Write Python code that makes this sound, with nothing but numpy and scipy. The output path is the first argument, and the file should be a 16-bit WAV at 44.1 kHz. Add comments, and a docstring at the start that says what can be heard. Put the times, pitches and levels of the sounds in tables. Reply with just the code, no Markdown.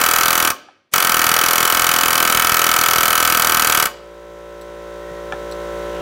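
"""Air hammer on a stuck hinge pin

Close up in a garage, an air hammer pounds a steel hinge pin in two bursts of about 41 blows a second,
the first already under way. Each cycle is a puff of exhaust, a clank through pin, hinge and door,
modelled as struck resonances, and a weaker return puff. A compressor, built from harmonics and hiss,
cuts in under the second burst; its hum swells afterwards as the recorder's gain recovers.
The tool knocks on the door between bursts, and knocks and clinks lightly as it is taken away."""
import sys
import numpy as np
from scipy import signal
from scipy.fft import rfft, irfft, next_fast_len
from scipy.io import wavfile
from scipy.ndimage import uniform_filter1d

SR = 44100
rng = np.random.default_rng(int(sys.argv[2]) if len(sys.argv) > 2 else 0)


def master(y):
    """Save y as 16-bit WAV."""
    cut = np.clip(np.atleast_2d(y).T, -1, 1)
    pcm = np.round(cut * 32767)  # scale
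    wavfile.write(sys.argv[1], SR, pcm.astype(np.int16))


N = 265437
LEAD = SR // 4   # samples of run-in: the hammer is already running at time zero
T = np.arange(-LEAD, N) / SR   # seconds

# All table levels are relative dB. Noise colours give power density.
# Faint air of the place. Each row: frequency in Hz, level in dB.
STILL_AIR = [(24, -41), (40, -12), (298, 0), (824, -20), (1030, -12.5), (1820, -22), (4230, -20.5),
             (15000, -43)]

# Trigger pulls. Each row: first blow in seconds, release in seconds.
TRIGGER_PULLS = [(-0.1669, 0.512), (0.9392, 3.865)]
# Piston speed, shifting as the tool is leaned on. Each row: time in seconds, blows per second.
CRUISE_SPEED = [(0.14, 40.81), (0.35, 41.92), (1.34, 40.55), (1.46, 41.88), (2.05, 41.9), (2.34, 40.87),
                (3.33, 41.14), (3.63, 39.42)]
# A fresh pull races the piston in light strokes; letting go slows and weakens it.
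RACE_PER_S, RACE_S, RACE_LOSS_DB = 5.82, .1126, 2.0   # extra blows per second, time scale, loss
STALL_PER_S, STALL_S, STALL_LOSS_DB = 18.8, .0192, 3.5   # missing blows per second, time scale, loss
PRESSURE_SAG_DB_PER_S = 1.16   # the hose pressure falls while the trigger is held
JITTER_S = .00003   # no two strokes take quite the same time
# The chisel bounces on the pin in every cycle. Each row: seconds after the blow, level in dB.
CHISEL_BOUNCES = [(.01225, -9), (.01633, -7)]
# Door panel. Each row: frequency in Hz, width in Hz, level in dB, arrival in seconds after the blow.
DOOR_MODES = [(540, 84, -16, .012), (720, 31, -10, 0.00353), (888.6, 39, -5, .0127),
              (974, 44, -10.5, 0.00073), (1083, 14.5, 0.5, .01455), (1200.3, 20, -0.5, .0174),
              (1264, 45, -13, .006), (1314, 15, 1.5, .00415), (1422.4, 41, -6, .012),
              (1527.4, 28.4, 0, .0077), (1577, 47, -5, .0144), (1774, 53, -13, .0067),
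              (1878, 16, -6, 0.00241)]
# Chisel and pin. Each row: frequency in Hz, width in Hz, level in dB.
STEEL_MODES = [(2152, 56, -1.5), (2317, 45, 1.5), (2573, 18, 0.5), (2918, 31, -6.5), (2925, 223, -7.5),
               (3215, 150, -7.5), (3384, 52, -8), (3700, 57, -26), (4070, 47, -9), (4670, 140, -4),
               (5680, 90, -8), (5945, 110, -5), (6510, 100, -10), (6990, 110, -13), (7680, 84, -11),
               (9320, 410, -14), (11640, 570, -13), (13600, 740, -15.5)]
# Brightness of the steel as the chisel works into the pin. Each row: time in seconds, tilt in dB per octave.
SEATING_TILT = [(0.3, 2), (1.2, 2), (2.0, 1), (2.6, 1.5), (3.1, 2), (3.5, 2.5), (3.85, 2.5)]
# Short chisel rings. Each row: frequency in Hz, width in Hz, level in dB, dB gained per dB of seating tilt.
CHISEL_PINGS = [(2282, 200, -36, -4), (2983, 220, -31, -4), (3356, 200, -44, 6), (4756, 170, -37, 0.5),
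                (5853, 220, -37.5, 3.5)]
# Low boom of the panel. Each row: time in seconds, level in dB.
BOOM_LEVEL = [(1.0, -10), (1.9, 3), (2.02, 9), (2.25, 7), (2.45, -2), (3.2, 1.5), (3.8, 1)]
# Gritty contact, also heard in the thud and the air rush. Each row: frequency in Hz, level in dB.
CRUNCH_COLOUR = [(25, -16.5), (60, -4.5), (130, -2.5), (300, 0.5), (700, -1.5), (1400, -7), (2500, -2),
                 (4000, -6.5), (7000, -1), (11000, -7.5), (16000, -23.5)]
# Exhaust air. Each row: frequency in Hz, level in dB.
EXHAUST_COLOUR = [(100, -14), (400, -2.5), (2000, 2), (4500, -3), (7500, -9), (9500, -3), (10600, -3),
                  (12000, -2.5), (13700, 2.5), (15800, -0.5)]

# Decay of the garage. Each row: frequency in Hz, time to fall 60 dB in seconds.
GARAGE_T60 = [(100, 0.93), (500, 0.55), (2000, 0.63), (5000, 0.54), (9000, 0.14), (15000, 0.15)]
# Colour of the garage's tail. 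Each row: frequency in Hz, level in dB.
GARAGE_COLOUR = [(60, -12), (500, 11.5), (900, -1), (1300, -4), (2800, 1), (4500, 2), (9000, 2),
                 (15000, -0.5)]

# Light knocks of the tool on the door. Each row: start in seconds, level in dB, contact pitch in Hz.
KNOCKS = [(0.686, -14, 700), (5.11, -27, 110), (5.3235, -6, 1695), (5.3335, -13.5, 254), (5.95, -26, 348),
          (5.985, -26, 300)]
# What a knock rings. Each row: frequency in Hz, width in Hz, level in dB.
KNOCK_MODES = [(158, 56, -4), (332, 43, -4.5), (810, 115, 2.5), (1140, 170, -6.5), (1360, 200, -1.5),
               (1755, 55, -1.5), (2280, 83, -10), (3440, 380, -12.5), (5500, 1400, -20)]

SHAFT_HZ = 57.65   # compressor shaft, turns per second
CUT_IN_S, RUN_UP_S = 2, 0.32   # start of the compressor, time to reach full level
# Compressor tank and housing, colouring the hum. Each row: frequency in Hz, width in Hz, level in dB.
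TANK_MODES = [(58, 30, -10.5), (190, 40, -11), (373.6, 42.6, 1), (462, 60, -9), (554.3, 30, 8.5),
              (752, 170, -18), (1010, 117, -12), (1328, 25, -12.5), (1520, 90, -17.5), (1900, 550, -25)]
# Valve chatter. Each row: frequency in Hz, level in dB.
VALVE_COLOUR = [(1800, -42), (2250, 2), (2900, -2), (3500, 6.5), (4800, -16), (5900, -5), (8300, -17),
                (9200, -6.5), (10400, -19), (11700, -14), (13300, -22), (14900, -11.5)]
# Compressor intake hiss. Each row: frequency in Hz, level in dB.
INTAKE_COLOUR = [(30, -25), (70, -12), (130, 0), (290, -7), (400, 1), (550, 5), (680, -9.5), (1050, 0),
                 (1200, -0.5), (1450, -0.5), (2000, -7), (3000, -11.5), (6500, -14.5), (11000, -23.5),
                 (15500, -25)]

# Clinks of loose steel. Each row: start in seconds, level in dB, contact pitch in Hz.
CLINKS = [(4.613, -23, 14000), (4.62, -25, 7000), (5.514, -25, 9503), (5.523, -20, 4502)]
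# What a clink rings. Each row: frequency in Hz, width in Hz, level in dB.
CLINK_MODES = [(4080, 500, 4), (5950, 150, 0), (7770, 61, 6), (9900, 70, 1.5), (14000, 2500, -12)]

# Brief whirs. Each row: centre in seconds, half length in seconds, frequency in Hz, width in Hz, level in dB.
WHIRS = [(5.08, .16, 1890, 70, -46), (6.0, 0.13, 2850, 600, -46)]

CUTOFF_HZ = 15800   # top of the recorder's range


def from_db(db):
    """Decibels to gain."""
    return 10 ** (np.asarray(db) / 20)


def rms_one(x):
    """Scale to rms 1."""
    return x / np.sqrt(np.mean(x ** 2) + 1e-20)


def in_time(curve):
    """Read a curve of (seconds, value) at every sample."""
    s, value = np.transpose(curve)
    return np.interp(T, s, value)


def at_hz(points, hz):
    """Read a spectrum on a log-frequency axis."""
    f, value = np.transpose(points)
    return np.interp(np.log(np.maximum(hz, 1)), np.log(f), value)


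def noise(colour):
    """Steady noise of a given colour, rms 1, shaped in the frequency domain."""
    size = next_fast_len(len(T))
    hz = np.arange(size // 2 + 1) * SR / size
    spectrum = rfft(rng.standard_normal(size)) * from_db(at_hz(colour, hz))
    return rms_one(irfft(spectrum, size)[:len(T)])


def clicks(times, db):
    """One impulse for each contact."""
    out = np.zeros(len(T))
    out[np.round(np.asarray(times) * SR).astype(int) + LEAD] = from_db(db)
    return out


def resonate(x, hz, width):
    """Two-pole resonance with gain 1 on top; a wider one dies sooner."""
    r = np.exp(-np.pi * width / SR)
    feedforward = np.array([1, 0, -1]) * (1 - r * r) / 2
    feedback = [1, -2 * r * np.cos(2 * np.pi * hz / SR), r * r]
    return signal.lfilter(feedforward, feedback, x + 1e-18)


def resonate_twice(x, hz, width):
    """Two equal resonances in a row: a ring that swells briefly before it decays."""
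    return resonate(resonate(x, hz, width), hz, width)


def still_air():
    """The faint, steady noise behind everything."""
    return noise(STILL_AIR)


def trigger(first, release):
    """How much the piston races around a pull and stalls towards the release, each 0-1."""
    race = np.exp(-((T - first) / RACE_S) ** 2)
    stall = np.exp(np.minimum(T - release, 0) / STALL_S)
    return race, stall


def blow_times():
    """The piston lands once for every full cycle while the trigger is held."""
    times = []
    for first, release in TRIGGER_PULLS:
        race, stall = trigger(first, release)
        speed = in_time(CRUISE_SPEED) + RACE_PER_S * race - STALL_PER_S * stall
        held = (T >= first) & (T < release)
        cycles = np.cumsum(speed[held]) / SR
        whole_cycles = np.arange(int(cycles[-1]) + 1)
        times.append(np.interp(whole_cycles, cycles, T[held]))
    blows = np.concatenate(times)
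    return blows + JITTER_S * rng.standard_normal(len(blows))


def drive():
    """How hard the piston hits: light while racing, then sagging with the pressure, weakest on release."""
    db = np.zeros(len(T))
    for first, release in TRIGGER_PULLS:
        race, stall = trigger(first, release)
        loss_db = RACE_LOSS_DB * race + PRESSURE_SAG_DB_PER_S * (T - first) + STALL_LOSS_DB * stall
        db = np.where(T > first - RACE_S, -loss_db, db)
    return from_db(db)


def puffs(times, rise_s, spread_db):
    """Bursts of pressure: an envelope that swells for rise_s after each time and then dies away."""
    age = np.arange(SR // 20) / SR / rise_s
    starts = clicks(times, spread_db * rng.standard_normal(len(times)))
    return signal.oaconvolve(starts, age * np.exp(1 - age))[:len(T)]


def exhaust(blows):
    """Air let out in a puff just ahead of the blow, a leak after it and a weaker return-stroke puff."""
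    power_stroke = puffs(blows - .0023, rise_s=0.0009, spread_db=0.7)
    leak = from_db(-23) * puffs(blows + 0.0023, rise_s=0.0045, spread_db=1.2)
    return_stroke = from_db(-13) * puffs(blows + 0.012, rise_s=0.0013, spread_db=1.0)
    return rms_one((power_stroke + return_stroke + leak) * noise(EXHAUST_COLOUR))


def crunch(blows):
    """Grit between the steel faces: a short burst of noise about each blow."""
    return rms_one(puffs(blows - .0014, rise_s=0.0023, spread_db=0.3) * noise(CRUNCH_COLOUR))


def struck(blows, modes, spread_db, tilt_db=0):
    """Each blow rings every mode (Hz, width, dB, arrival) at its own strength; tilt is dB per octave."""
    out = 0
    for k, (hz, width, db, arrival) in enumerate(modes):
        tilted_db = db + tilt_db * np.log2(hz / 3300)
        strength_db = tilted_db + spread_db * rng.standard_normal(len(blows))
        out = out + (-1) ** k * resonate(clicks(blows + arrival, strength_db), hz, width)
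    return rms_one(out)


def steel_ring(blows):
    """Chisel and pin ring, their brightness following how the chisel sits."""
    modes = [(hz, width, db, .0002) for hz, width, db in STEEL_MODES]
    tilt = np.interp(blows, *np.transpose(SEATING_TILT))
    return struck(blows, modes, spread_db=0.1, tilt_db=tilt)


def pings(blows):
    """The chisel's own short rings; their balance shifts upwards as the seating tilt grows."""
    tilt, out = np.interp(blows, *np.transpose(SEATING_TILT)), 0
    for hz, width, db, tilt_gain in CHISEL_PINGS:
        force = clicks(blows - .0002, tilt_gain * tilt)
        out = out + from_db(db) * rms_one(resonate_twice(force, hz, width))
    return out


def bouncing(blows, spread_db):
    """The force of each blow followed by that of its weaker bounces."""
    out = 0
    for delay, db in [(0, 0)] + CHISEL_BOUNCES:
        out = out + clicks(blows + delay, db + spread_db * rng.standard_normal(len(blows)))
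    return out


def hinge_clank(force):
    """The hinge gives one short clank: two broad resonances in a row."""
    return rms_one(resonate(resonate(force, hz=1335, width=290), hz=1270, width=350))


def door_thud(force):
    """The whole door is jolted: contacts of uneven strength ring one deep resonance."""
    return rms_one(resonate(force * noise(CRUNCH_COLOUR), hz=75.2, width=48))


def panel_boom(force):
    """The panel's low boom, two broad resonances in a row, waxing and waning."""
    boom = rms_one(resonate(resonate(force, hz=265, width=260), hz=255, width=290))
    return from_db(in_time(BOOM_LEVEL)) * boom


def inrush():
    """Air rushes into the cylinder, building up to the second burst's first blow."""
    ahead = TRIGGER_PULLS[1][0] - T
    rush = from_db(-1500 * np.abs(ahead)) * (ahead > 0) * (ahead < .025)
    return rush * noise(CRUNCH_COLOUR)


def hammer():
    """Exhaust puffs and steel on steel, all scaled by how hard the piston hits, plus the air rush."""
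    blows = blow_times()
    force = bouncing(blows + .00064, spread_db=0.65)
    air = from_db(-20.5) * exhaust(blows) + from_db(-25.5) * crunch(blows)
    steel = from_db(-24.5) * steel_ring(blows) + pings(blows)
    clank = from_db(-23) * hinge_clank(force)
    door = from_db(-24) * struck(blows, DOOR_MODES, spread_db=0.75)
    low = from_db(-45.0) * (door_thud(force) + panel_boom(force))
    return drive() * (air + steel + clank + door + low) + from_db(-25.5) * inrush()


def garage(x, near_db, near_t60, tail_db):
    """Quick scatter from the door and nearby panels, then the room's tail, dying sooner in the treble."""
    age = np.arange(int(.8 * SR)) / SR
    edges = np.geomspace(40, 18000, 16)   # Hz
    white, tail = rng.standard_normal((3, len(age))), 0
    for k, (low, high) in enumerate(zip(edges, edges[1:])):
        hz = np.sqrt(low * high)
        bandpass = signal.butter(2, [low, high], "band", fs=SR, output="sos")
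        band = signal.sosfilt(bandpass, white[k % 2])
        decay_db = -60 * age / at_hz(GARAGE_T60, hz)
        tail = tail + band * from_db(at_hz(GARAGE_COLOUR, hz) + decay_db)
    near = white[2] * from_db(-60 * age / near_t60) * (age > .001)
    tail = tail * (age > .01)
    echo = from_db(near_db) * near / np.linalg.norm(near) + from_db(tail_db) * tail / np.linalg.norm(tail)
    return x + signal.fftconvolve(x, echo)[:len(x)]


def taps(events, modes):
    """Light contacts, soft or hard by their pitch, ring a set of modes; a 0 dB contact peaks at 1."""
    out = np.zeros(len(T) + SR // 4)
    for s, level_db, contact_hz in events:
        force = resonate(signal.unit_impulse(SR // 4), contact_hz, contact_hz)
        ring = 0
        for k, (hz, width, db) in enumerate(modes):
            ring = ring + (-1) ** k * from_db(db) * resonate(force, hz, width)
        start = round(s * SR) + LEAD
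        out[start:start + len(ring)] += from_db(level_db) * ring / np.abs(ring).max()
    return out[:len(T)]


def handling():
    """The tool knocks on the door and loose steel clinks, heard in the garage."""
    contacts = from_db(-2.5) * taps(KNOCKS, KNOCK_MODES) + taps(CLINKS, CLINK_MODES)
    return garage(contacts, near_db=-5.5, near_t60=0.084, tail_db=-21.0)


def tank_hum(turn, count):
    """Multiples of the shaft rate, as strong as tank and housing pass them; phases are random, rms 1."""
    hz, width, db = np.transpose(TANK_MODES)
    out = 0
    for k in range(1, count + 1):
        gain = np.linalg.norm(from_db(db) / (1 + (2 * (k * SHAFT_HZ - hz) / width) ** 2))
        out = out + gain * np.sin(k * turn + 2 * np.pi * rng.random())
    return rms_one(out)


def compressor():
    """A steady comb on the shaft rate, valves that chatter alike on every turn, and throbbing intake hiss."""
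    turn = 2 * np.pi * SHAFT_HZ * T
    hum = tank_hum(turn, count=42)
    one_turn = noise(VALVE_COLOUR)[:round(SR / SHAFT_HZ)]
    chatter = np.resize(one_turn, len(T))   # repeats the same turn
    hiss = noise(INTAKE_COLOUR) * (1 + 0.17 * np.cos(turn))
    running = np.clip((T - CUT_IN_S) / RUN_UP_S, 0, 1)
    return running * (from_db(-26.0) * hum + from_db(-46.5) * chatter + from_db(-39.5) * hiss)


def whirs():
    """A faint whir swells briefly: narrow bands of hiss that rise and fade."""
    out = 0
    for s, half, hz, width, db in WHIRS:
        swell = np.exp(-((T - s) / half) ** 2)
        band = rms_one(resonate_twice(rng.standard_normal(len(T)), hz, width))
        out = out + from_db(db) * swell * band
    return out


def scene():
    """The hammer close by in the garage, the compressor fainter and without echo, still air behind."""
    pounding = from_db(18.5) * garage(hammer(), near_db=-13, near_t60=0.17, tail_db=-21.5)
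    background = from_db(-60.5) * still_air()
    mix = pounding + handling() + compressor() + whirs() + background
    return mix[None, LEAD:]


def gain_control(x, target_db, recovery_db_per_s):
    """The gain drops at once for loud sound and creeps back up afterwards."""
    power = uniform_filter1d(x ** 2, size=3230, axis=-1)   # averaged over 73 ms
    level_db = 10 * np.log10(np.maximum(power, 1e-12))
    ramp = recovery_db_per_s * np.arange(N) / SR
    held_db = np.maximum.accumulate(level_db + ramp, axis=-1) - ramp
    return x * from_db(np.minimum(0, target_db - held_db))


def record(dry):
    """The microphone sheds deep bass; gain control, rounded peaks, and a steep cut at the top."""
    low_cut = signal.butter(2, 30, "high", fs=SR, output="sos")
    picked_up = signal.sosfilt(low_cut, dry)
    levelled = gain_control(picked_up, target_db=-13.0, recovery_db_per_s=7.0)
    rounded = levelled / (1 + np.abs(levelled / .9) ** 4) ** (1 / 4)
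    top_cut = signal.ellip(12, .2, 80, CUTOFF_HZ, fs=SR, output="sos")
    return signal.sosfilt(top_cut, rounded)


dry = scene()
out = record(dry)
master(out)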